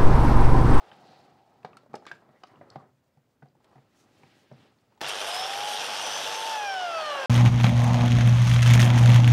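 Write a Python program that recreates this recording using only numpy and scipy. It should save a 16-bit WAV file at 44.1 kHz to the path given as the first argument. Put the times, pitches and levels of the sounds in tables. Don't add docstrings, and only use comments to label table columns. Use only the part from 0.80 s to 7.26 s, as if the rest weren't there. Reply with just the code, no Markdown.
import sys
import numpy as np
from scipy import signal
from scipy.fft import rfft, irfft, next_fast_len
from scipy.io import wavfile
from scipy.ndimage import uniform_filter1d, minimum_filter1d, map_coordinates

SR = 44100
rng = np.random.default_rng(int(sys.argv[2]) if len(sys.argv) > 2 else 0)


def log_audio(samples):
    frames = np.atleast_2d(samples).T
    limited = np.clip(frames, -1, 1)
    pcm = np.round(limited * 32767).astype(np.int16)
    wavfile.write(sys.argv[1], SR, pcm)


def field_ratio(decibels):
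    return 10 ** (np.asarray(decibels, dtype=float) / 20)


N = 284886
TIME = np.arange(N) / SR

MAINS_HZ = 100
ON_S, RUSH_S, OFF_S = 4.2031, .121, 5.7
MESH = 7.035
STROKE_FALL_DB = 7.5


def unit(x):
    return x / np.sqrt(np.mean(x ** 2) + 1e-20)


def along(points, hz):
    f, v = np.transpose(points)
    return np.interp(np.log(hz + 1), np.log(f + 1), v)


def wobble(rate):
    knots = rng.standard_normal(int(N * rate / SR) + 4)
    return map_coordinates(knots, [np.arange(N) * rate / SR])


def ramp(start_s, length_s):
    return .5 + .5 * np.tanh((TIME - start_s) / length_s)


def band(hz, lo_hz, hi_hz):
    return 1 / np.sqrt((1 + (lo_hz / (hz + 1)) ** 8) * (1 + (hz / hi_hz) ** 8))


def filtered(x, response):
    m = next_fast_len(N + SR // 2)
    return irfft(rfft(x, m) * response(np.fft.rfftfreq(m, 1 / SR)), m)[:N]


def grit(grain_db, rate, lump_db):
    return rng.standard_normal(N) * field_ratio(grain_db * wobble(900) + lump_db * wobble(rate))


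def patchy(x, depth_db):
    z = signal.stft(x, nperseg=256)[2]
    field = uniform_filter1d(rng.standard_normal(z.shape), size=3, axis=0)
    field = uniform_filter1d(field, size=24, axis=1)
    return signal.istft(z * field_ratio(depth_db * unit(field)), nperseg=256)[1][:N]


def swells(rows):
    s, half, *cols = np.transpose(rows)[:, :, None]
    t = np.arange(0, N + 64, 64) / SR
    shape_db = -STROKE_FALL_DB * ((t - s) / half) ** 2
    return [np.interp(TIME, t, np.sqrt((field_ratio(db + shape_db) ** 2).sum(axis=0))) for db in cols]


def still_air():
    # (frequency [Hz], density [dB per Hz])
    air_tone = [(15, -47), (25, -23), (120, 2.5), (179, -13), (255, 0.5), (307, -9.5), (513, -6),
                (2150, -23), (5090, -47), (15800, -30.5)]
    return field_ratio(-73) * unit(filtered(rng.standard_normal(N), lambda f: field_ratio(along(air_tone, f))))


def shop(x):
    # (frequency [Hz], time to fall 60 dB [s])
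    decay = [(150, 0.64), (1000, 0.23), (4000, 0.33), (12000, 0.012)]
    hz, t, z = signal.stft(rng.standard_normal(SR // 2), SR, nperseg=256)
    tail = signal.istft(z * field_ratio(-60 * t / along(decay, hz)[:, None]), SR, nperseg=256)[1]
    return signal.fftconvolve(np.pad(x, (300, 0)), tail / np.linalg.norm(tail))[:N]


def extractor():
    on_s, shaft_per_rotor = 4.93, .545
    hz = 601 - 190 * np.exp(-np.clip(TIME - on_s, 0, 9) / .33)
    fan = np.sin(2 * np.pi * np.cumsum(hz * (1 + 0.002 * wobble(18))) / SR)
    shaft = np.sin(2 * np.pi * np.cumsum(shaft_per_rotor * speed() * (1 + .004 * wobble(18))) / SR)
    shaft_db = -48 - 6 * ramp(5.8, .06) - 12 * ramp(6.08, .06) + 1.5 * wobble(6)
    gaps = ramp(5.11, .02) - ramp(5.22, .02) + ramp(5.47, .02) - ramp(5.58, .02)
    lines = ramp(on_s, .03) * field_ratio(-46.5 - 9 * gaps + 1.3 * wobble(12)) * fan
    lines = lines + ramp(5.38, .03) * field_ratio(shaft_db) * shaft
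    hiss = unit(filtered(rng.standard_normal(N), lambda f: band(f, 11000, 17000)))
    return lines + field_ratio(-70.0) * hiss


def handling():
    # (middle [s], half length [s], weight on the bench [dB], slide [dB], rub [dB])
    strokes = [(0.03, 0.23, -86, -59, -66), (.3, 0.23, -63.5, -61.5, -68.5), (.65, 0.51, -69.5, -71, -79),
               (.94, 0.099, -62, -60.5, -82), (1.13, 0.036, -62, -66, -81), (1.32, 0.096, -63, -60, -71.5),
               (1.48, 0.087, -69, -62.5, -84), (1.66, 0.15, -69, -64.5, -76.5),
               (1.81, 0.087, -58, -61.5, -78.5), (1.94, 0.063, -63, -59, -74), (2.02, 0.065, -62, -62, -82),
               (2.35, 0.9, -79, -90, -87), (2.66, 0.056, -68.5, -90, -84), (2.93, 0.11, -69, -66, -76.5),
               (3.2, 0.19, -74, -72.5, -77.5), (3.36, 0.2, -66, -71.5, -87), (3.52, 0.19, -68, -69.5, -68),
               (3.81, 0.087, -61, -64.5, -68.5), (4.05, 0.93, -74.5, -74.5, -80),
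               (4.27, 0.041, -60, -86, -85), (4.75, 0.38, -63, -68, -76), (5.3, 0.37, -59, -58, -86),
               (6.1, 0.33, -66, -75, -79)]
    # (middle [s], half length [s], level [dB])
    sleeve = [
        (.3, 0.14, -94),
        (1.32, 0.036, -80),
        (3.2, 0.048, -72),
        (3.36, 0.1, -81),
        (3.6, 0.039, -79),
        (3.98, 0.047, -91),
    ]
    # (frequency [Hz], density [dB per Hz])
    bench_tone = [(24, -64), (40, -46), (76, -11), (113, 4), (196, 1.5), (291, 1), (400, -1.5), (520, -55),
                  (880, -120)]
    scuff_tone = [(120, -43), (200, 8.5), (239, -11), (369, 6.5), (554, 8), (726, 1.5), (1100, 1.5),
                  (1600, -4), (2400, -14.5), (3120, -44), (5280, -120)]
    rustle_tone = [(940, -30), (1600, 10), (1830, 4.5), (2230, 7), (2660, 8.5), (5000, 2), (6500, -12),
                   (11000, -120)]
    hiss_tone = [(2940, -14.5), (5000, -12), (7140, -13), (7980, -15), (14300, -27), (15800, -23)]

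    def hollow(f):
        notes = [(785, 1.2), (1300, .8), (1920, .8)]
        return 1 + sum(lift / (1 + (2 * (f - hz) / 110) ** 2) for hz, lift in notes)

    weight, slide, rub = swells(strokes)
    cloth = field_ratio(-83) * (rub / field_ratio(-72.5)) ** 0.93 + swells(sleeve)[0] + field_ratio(-87.5)
    out = np.zeros(N)
    for gain, tone, lump_db in [(weight, bench_tone, 1.4), (slide, scuff_tone, 2.3),
                                (rub, rustle_tone, 1.15), (cloth, hiss_tone, 1.5)]:
        noise = grit(grain_db=-0.5, rate=54, lump_db=lump_db)
        out = out + gain * unit(filtered(noise, lambda f: field_ratio(along(tone, f)) * hollow(f)))
    return out


def drag():
    # (middle [s], half length [s], hum [dB], squeal [dB])
    pulls = [
        (.03, 0.2, -57.5, -95),
        (0.315, 0.15, -59, -71),
        (0.627, 0.26, -66, -87),
    ]
    # (frequency [Hz], width [Hz])
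    modes = [(770, 220), (4250, 2000)]
    out = np.zeros(N)
    for gain, (hz, wide_hz) in zip(swells(pulls), modes):
        noise = grit(grain_db=-2, rate=27.3, lump_db=-0.5)
        out = out + gain * unit(filtered(noise, lambda f: 1 / (1 + (2 * (f - hz) / wide_hz) ** 2)))
    return out


def squeaks():
    # (middle [s], half length [s], frequency [Hz], glide [Hz per s], level [dB])
    slips = [
        (.31, .1, 4150, 1800, -70),
        (.3, .06, 4950, 900, -76),
        (.28, .05, 5900, 2000, -77),
        (2.93, .05, 1100, 4000, -70),
        (3.2, .04, 6100, 3000, -76),
        (3.81, .025, 3100, 9000, -71),
        (1.57, .02, 1950, 0, -69),
        (1.7, .025, 1980, 0, -69),
        (2.0, .02, 1200, 0, -57),
        (1.75, .03, 980, 0, -59.5),
    ]
    out = np.zeros(N + SR)
    for s, half, hz, glide, db in slips:
        t = np.arange(-2 * half, 2 * half, 1 / SR)
        rows = np.repeat([[0], [1]], len(t), 1)
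        drift = map_coordinates(rng.standard_normal((2, 300)), [rows, [(t - t[0]) * 500] * 2])
        note = np.sin(2 * np.pi * np.cumsum((hz + glide * t) * (1 + .08 * drift[0])) / SR)
        level = field_ratio(db + 3 * drift[1] - STROKE_FALL_DB * (t / half) ** 2)
        out[round((s - 2 * half) * SR):][:len(t)] += level * note
    return out[:N]


def ticks():
    # (time [s], peak [dB], ring [Hz])
    parts = [(0.1147, -36.5, 3080), (0.1151, -41, 1590), (0.83, -50, 2580), (0.9308, -44, 2600),
             (1.153, -30, 5160), (1.2525, -49, 5300), (1.318, -43, 2540), (1.317, -38, 5130),
             (1.284, -42, 3900), (.855, -50, 2000), (1.022, -56, 3900), (1.635, -33.5, 1256),
             (1.6347, -34.5, 3000), (1.636, -35, 4730), (1.667, -51, 5300), (1.682, -50, 5300),
             (2.622, -44.5, 1460), (1.7565, -49, 2850), (1.901, -36, 4340), (1.902, -36, 5100),
             (1.903, -56, 5300), (1.9013, -45, 7700), (1.9345, -53, 5000), (2.6848, -55, 4760),
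             (2.8426, -62, 2320), (3.4328, -43.5, 2280), (3.7244, -52, 5500), (3.9858, -56, 4360),
             (4.1494, -59, 6560), (4.1814, -59, 7000)]
    fence_hz = [1610, 2260, 3500, 4730, 7250]
    out, t = np.zeros(N + SR), np.arange(SR // 8) / SR
    rattle = []
    for hz, (u, v) in zip(np.resize(fence_hz, 60), rng.random(size=(60, 2))):
        db = -34 - 17 * u - 6 * v - 3.5 * np.log2(hz / 2000)
        rattle.append((1.268 + .1 * u ** 1.9, db, hz))
    for s, db, hz in parts + rattle:
        modes = [(1.5, 1), (.6, rng.uniform(.82, .92)), (.5, rng.uniform(1.08, 1.25))]
        trio = sum(g * np.sin(2 * np.pi * hz * k * t) for g, k in modes)
        decay = field_ratio(db - 10.0 - 60 * t * hz / 49)
        out[round((s + .001) * SR):][:len(t)] += decay * trio * (1 - np.exp(-t / 0.00027))
    return out[:N]


def knocks():
    # (time [s], peak [dB], ring [Hz], crack [dB], fizz [dB])
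    tool_blows = [(0.828, -51, 684, -12, -41), (0.845, -26.5, 748, -16.5, -63), (0.869, -46, 740, -30, -55),
                  (0.929, -46, 1200, -24, -49), (0.967, -39, 1334, -10, -30), (1.031, -49.5, 566, -18, -46),
                  (1.13, -45, 1100, -11, -49), (1.138, -23.5, 812, -27, -48),
                  (1.153, -37, 596, -8.5, -25.5), (1.163, -44, 630, -30, -55), (1.221, -44, 847, -35, -44),
                  (1.251, -43.5, 1610, -12, -44), (1.263, -33.5, 1190, -8, -38),
                  (1.312, -23.5, 1610, -20.5, -51), (1.632, -37, 760, -11, -55),
                  (1.669, -49, 1150, -8, -34), (1.711, -48.5, 624, -24, -43), (1.809, -35.5, 570, -39, -59),
                  (2.841, -54, 650, -5, -25), (4.119, -54.5, 920, -19, -41), (4.173, -53, 875, -11, -31)]
    # (time [s], peak [dB], ring [Hz], bench thump [dB])
    base_bumps = [(0.114, -42, 765, -11), (1.059, -51.5, 586, -15), (1.094, -53, 230, -2),
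                  (1.487, -51.5, 620, -2), (1.955, -30.5, 780, -4.5), (2.37, -55, 770, 3.5),
                  (2.623, -43, 772, 2.5), (2.655, -50, 730, -22), (2.749, -56.5, 840, -1),
                  (2.765, -62, 344, -17), (2.801, -56.5, 855, -16), (2.893, -60, 885, -17),
                  (2.911, -57, 855, -17), (2.924, -53, 760, -10), (2.954, -46, 754, -1),
                  (2.977, -47.5, 755, -2), (3.393, -56, 224, -4), (3.431, -48, 806, -1.5),
                  (3.712, -40, 600, 2), (3.729, -51, 464, 8), (4.227, -35, 760, -30), (4.232, -50, 139, 3),
                  (4.234, -38, 700, -33)]
    # (frequency [Hz], gain [dB])
    board_tone = [(30, -60), (70, -14), (150, -2.5), (300, 2.5), (520, 3), (790, 4.5), (1200, -6),
                  (1600, -8), (2400, -17.5), (4000, -84)]
    t = np.arange(SR // 5) / SR

    def fade(t60, rise):
        return field_ratio(-60 * t / t60) * (1 - np.exp(-t / rise))

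    def sine(hz):
        return np.sin(2 * np.pi * hz * t)

    tones, board, crack, fizz = np.zeros((4, N + SR))
    blows = [(s, db, hz, -38, crack_db, fizz_db) for s, db, hz, crack_db, fizz_db in tool_blows]
    bumps = [(s, db, hz, thump_db, -22.5, -93 - db) for s, db, hz, thump_db in base_bumps]
    for s, db, hz, thump_db, crack_db, fizz_db in blows + bumps:
        start = round((s + .0025) * SR)
        at = slice(start, start + len(t))
        shake = rng.standard_normal((3, len(t)))
        ring = fade(0.059 * (800 / hz) ** .5, 0.0003) * (sine(hz) + 0.31 * sine(0.96 * hz))
        thump = field_ratio(thump_db + 8) * fade(0.09, 0.003) * (sine(140) + 0.4 * sine(225))
        tones[at] += field_ratio(db - 6.0) * (ring + thump)
        board_db = db + 8.5 - 14 * np.log2(max(hz, 800) / 800)
        board[at] += field_ratio(board_db) * (fade(0.035, 0.0016) + 0.12 * fade(0.09, 0.012)) * shake[0]
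        crack[at] += field_ratio(db + crack_db + 6) * (fade(.022, .0004) + .2 * fade(.14, .004)) * shake[1]
        fizz[at] += field_ratio(db + fizz_db + 32.5) * (fade(0.015, .0003) + 0.11 * fade(0.074, 0.0037)) * shake[2]
    out = filtered(tones[:N], lambda f: band(f, 118, 9000))
    out = out + filtered(board[:N], lambda f: field_ratio(along(board_tone, f)))
    out = out + filtered(crack[:N], lambda f: band(f, 850, 4540))
    return out + filtered(fizz[:N], lambda f: band(f, 7700, 8100) * 6000 / (f + 6000))


def switch():
    out = np.zeros(N)
    for s, db, t60 in [(4.2082, -34, .03), (4.2133, -13, .013)]:
        t = np.clip(TIME - s, 0, 1)
        rings = 0.52 * np.sin(2 * np.pi * 830 * t) + 0.33 * np.sin(2 * np.pi * 1750 * t)
        out = out + field_ratio(db - 60 * t / t60) * (t > 0) * (rings + rng.standard_normal(N))
    return filtered(out, lambda f: band(f, 360, 4900) + 0.13)


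def speed():
    plunge_s = 4.88
    on = np.clip(TIME, ON_S, OFF_S) - ON_S
    load = np.clip(TIME, plunge_s, OFF_S) - plunge_s
    off = np.clip(TIME, OFF_S, 99) - OFF_S
    hz = 684 * (1 - np.exp(-on / RUSH_S)) + 225.5 * on
    hz = hz - 19.7 * (1 - np.exp(-load / .04)) - 127.4 * load
    hz = hz - 24 * np.exp(-((TIME - 4.232) / .012) ** 2) - 20 * np.exp(-on / .08)
    return np.maximum(hz, 0) * np.exp(-.635 * off - .106 * off ** 2)


def cutting():
    return ramp(4.975, .02) * (1 - ramp(5.53, .08))


def casing(hz):
    # (frequency [Hz], density [dB per Hz])
    housing = [(24, -68), (40, -39), (123, -25.5), (303, -14), (453, -5), (825, 5), (983, -2), (1620, -2.5),
               (2080, -9.5), (3190, -2.5), (4200, -4.5), (5530, -3.5), (8040, -9), (9110, -11),
               (15800, -29.5)]
    # (frequency [Hz], width [Hz], level over the roar [dB])
    metal = [(2490, 30, 4), (2630, 30, 3), (2800, 200, 4), (3150, 300, 4.5), (3420, 150, 3.5),
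             (4200, 800, -3.5), (5450, 300, 3), (6030, 45, 7), (7370, 50, 4), (7615, 60, 5),
             (8850, 200, 8.5), (9400, 800, 2), (9520, 70, 9), (11610, 90, 11), (12400, 70, 8)]
    rings = sum((field_ratio(db) - 1) / (1 + (2 * (hz - c) / w) ** 2) for c, w, db in metal)
    return field_ratio(along(housing, hz)) * (1 + rings)


def roar_levels(settle_s=0.17):
    # (level [dB], change in the cut [dB], drop at switch-off [dB], climb while coasting [dB per s])
    bands = [
        (-36.5, 1, -8.5, 14.5),
        (-36.5, 2, -11, 7),
        (-55, 6.5, -11.5, 7.5),
        (-50, -2.5, -25.5, 20),
    ]
    # (time [s], level [dB], half length [s])
    sparks = [
        (4.23, -8, 0.034),
        (4.29, 9.5, 0.011),
        (4.413, 3, 0.0093),
        (4.485, 6.5, 0.017),
        (4.557, 6, 0.029),
        (4.916, 5, 0.048),
    ]
    shares = [0.033, .4, 0.65, 1]
    off = np.clip(TIME - OFF_S, 0, 9)
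    flare = sum(db * np.exp(-((TIME - s) / half) ** 2) for s, db, half in sparks)
    levels = []
    for (db, cut_db, drop_db, climb_db), share in zip(bands, shares):
        coast_db = drop_db * (1 - np.exp(-off / settle_s)) + climb_db * off
        levels.append(db + cut_db * cutting() + coast_db + share * flare)
    return levels


def mains_kicks():
    when = np.arange(4.2362, OFF_S, 1 / MAINS_HZ)
    strength = field_ratio(-3 - 14 * abs(when - 4.36) + 1.5 * rng.standard_normal(len(when)))
    jittered = when + .0005 * rng.standard_normal(len(when))
    kicks = np.zeros(N)
    kicks[(jittered * SR).astype(int)] = strength * (-1) ** np.arange(len(when))
    return filtered(kicks, lambda f: band(f, 400, 3600) * (1 + .8 * band(f, 400, 640)))


def gear_clacks():
    # (time [s], peak [dB])
    slack_hits = [
        (5.848, -28),
        (5.9927, -28),
        (6.0535, -39),
        (6.0964, -44),
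        (6.1543, -29),
        (6.26, -27.5),
        (6.3, -27.5),
        (6.378, -36),
        (6.3972, -43),
        (6.4192, -33),
    ]
    s, db = np.transpose(slack_hits)
    clacks = np.zeros(N)
    clacks[(s * SR).astype(int)] = field_ratio(db - 0.5)
    t = TIME[:SR // 50]
    clacks = np.convolve(clacks, field_ratio(-60 * t / 0.018) * rng.standard_normal(len(t)))[:N]
    return filtered(clacks, lambda f: band(f, 3700, 5400) ** 2 + .06 * band(f, 6000, 9500) ** 2)


def roar():
    patch_depths = [.6, 1, 1.5, 1.5]
    throb_db = 2.2 + 1.8 * np.exp(-((TIME - 4.35) / .06) ** 2)
    throb = field_ratio(throb_db * np.cos(2 * np.pi * MAINS_HZ * (TIME - 4.3362)) * (TIME < OFF_S))
    slaps = (rng.random(N) < 420 / SR) * rng.standard_normal(N)
    edges = [(30, 2200), (2000, 5400), (6500, 31500), (10500, 13000)]
    out = np.zeros(N)
    for db, (lo, hi), depth_db in zip(roar_levels(), edges, patch_depths):
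        noise = grit(grain_db=1.5, rate=60, lump_db=.5 + .4 * depth_db)
        shake = (noise + (4 if hi < 7000 else 3) * slaps) * throb
        out = out + field_ratio(db) * unit(filtered(patchy(shake, depth_db), lambda f: casing(f) * band(f, lo, hi)))
    return out + mains_kicks() + gear_clacks()


def tone_levels(hz):
    # (frequency [Hz], level [dB])
    rotor_response = [(300, -60), (525, -40), (565, -41), (605, -37.5), (650, -34), (780, -33.5),
                      (900, -33.5)]
    octave_response = [(1000, -44), (1070, -42), (1140, -36), (1300, -35.5), (1430, -38.5), (1560, -37),
                       (1690, -42), (1800, -47)]
    driven_mesh = [(380, -38), (560, -43), (780, -38), (1050, -45), (1500, -36.5), (1850, -35.5),
                   (2350, -49), (2800, -34), (3300, -45), (3800, -54), (6400, -56)]
    coasting_mesh = [(3880, -64), (3960, -47), (4300, -49), (4560, -46), (4750, -57), (5150, -47.5),
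                     (5400, -52), (5550, -48), (5750, -52), (6000, -46), (6200, -57)]
    mesh_octave = [(2000, -52), (2900, -38), (4000, -49), (5800, -46), (7900, -74), (8300, -64),
                   (9150, -61), (9500, -74), (10800, -73), (11150, -60.5), (11550, -64), (11850, -67),
                   (12300, -63)]
    # (frequency [Hz], width [Hz], level [dB])
    mesh_peaks = [(5230, 600, 16.5), (5680, 160, 7), (5900, 140, 6), (6050, 150, 15), (6220, 120, 7)]
    inrush_db = -85 * np.exp(-np.clip(TIME - ON_S, 0, 9) / RUSH_S)
    masked_db = inrush_db - 12.5 * cutting()
    coast = ramp(OFF_S, 0.17 / 4)
    mesh_hz = MESH * hz
    peaks_db = sum(db * np.exp(-(2 * (mesh_hz - c) / w) ** 4) for c, w, db in mesh_peaks)
    mesh_db = (1 - coast) * (along(driven_mesh, mesh_hz) + peaks_db) + coast * along(coasting_mesh, mesh_hz)
    rotor_db = along(rotor_response, hz) - 2 * (1 - coast) + masked_db
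    octave_db = along(octave_response, 2 * hz) - 13 * (1 - coast) + 1.3 * masked_db
    return rotor_db, octave_db, mesh_db, along(mesh_octave, 2 * mesh_hz)


def whine():
    # (multiple [1], level [dB])
    overtones = [(3, -46), (4, -46.5), (5, -46), (6, -50)]
    # (frequency [Hz], gain [dB])
    gearbox = [(1600, 7), (1850, -2), (1950, -8), (2200, -8), (2350, -1.5), (2620, 1.5), (2800, 1.5),
               (2980, 5), (3120, 2), (3250, -9), (3550, -4), (3900, -14), (4950, -8)]
    hz = speed()
    tone_db, octave_db, mesh_db, mesh2_db = tone_levels(hz)
    turn = 2 * np.pi * np.cumsum(hz * (1 + 0.0011 * wobble(30))) / SR
    free = np.clip((TIME - OFF_S + 0.054) / 0.081, .12, 1)
    slack = np.clip(1 - hz / 700, 0, 1)
    chatter_db = 3 * wobble(70) - 3 + 10 * np.cos(2 * np.pi * MAINS_HZ * (TIME - 4.256))
    chatter = field_ratio(slack * chatter_db) * np.exp(1.1j * slack * wobble(130))
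    unsteady_db = (.8 + 8 * np.clip(1 - hz / 770, 0, .4)) * wobble(35)
    out = field_ratio(tone_db + 4.0 + unsteady_db) * np.sin(turn)
    octave_phase = np.pi / 2 * np.tanh((hz - 620) / 50)
    out = out + field_ratio(octave_db + 3 + 1.2 * wobble(35)) * np.sin(2 * turn + octave_phase)
    for k, db in [(MESH, mesh_db), (2 * MESH, mesh2_db)]:
        level = field_ratio(db + 1.5 + 2 * slack + 2 * wobble(20))
        out = out + level * np.imag(chatter * np.exp(1j * k * turn))
    for k, db in overtones:
        level = field_ratio(db + along(gearbox, k * hz) + 3 + 2.2 * wobble(18))
        out = out + free * level * np.sin(k * turn + k * k)
    return out


def scene():
    running = np.clip((TIME - 4.212) / .004, 0, 1)
    taps = knocks() + ticks()
    echo = field_ratio(-16) * shop(taps)
    hands = handling() + drag() + squeaks()
    machine = running * (extractor() + roar() + whine())
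    return (still_air() + hands + taps + echo + switch() + machine)[None]


def band_limit(x):
    return signal.sosfilt(signal.butter(12, 16450, fs=SR, output="sos"), x)


def record(dry):
    ceiling, top_hz = .088, 15750
    need = np.minimum(1, ceiling / (abs(dry[0]) + 1e-9))
    gain = uniform_filter1d(minimum_filter1d(need, size=61), size=61)
    mix = filtered(gain * dry[0], lambda f: f < top_hz)[None]
    return band_limit(mix)


dry = scene()
out = record(dry)
log_audio(out)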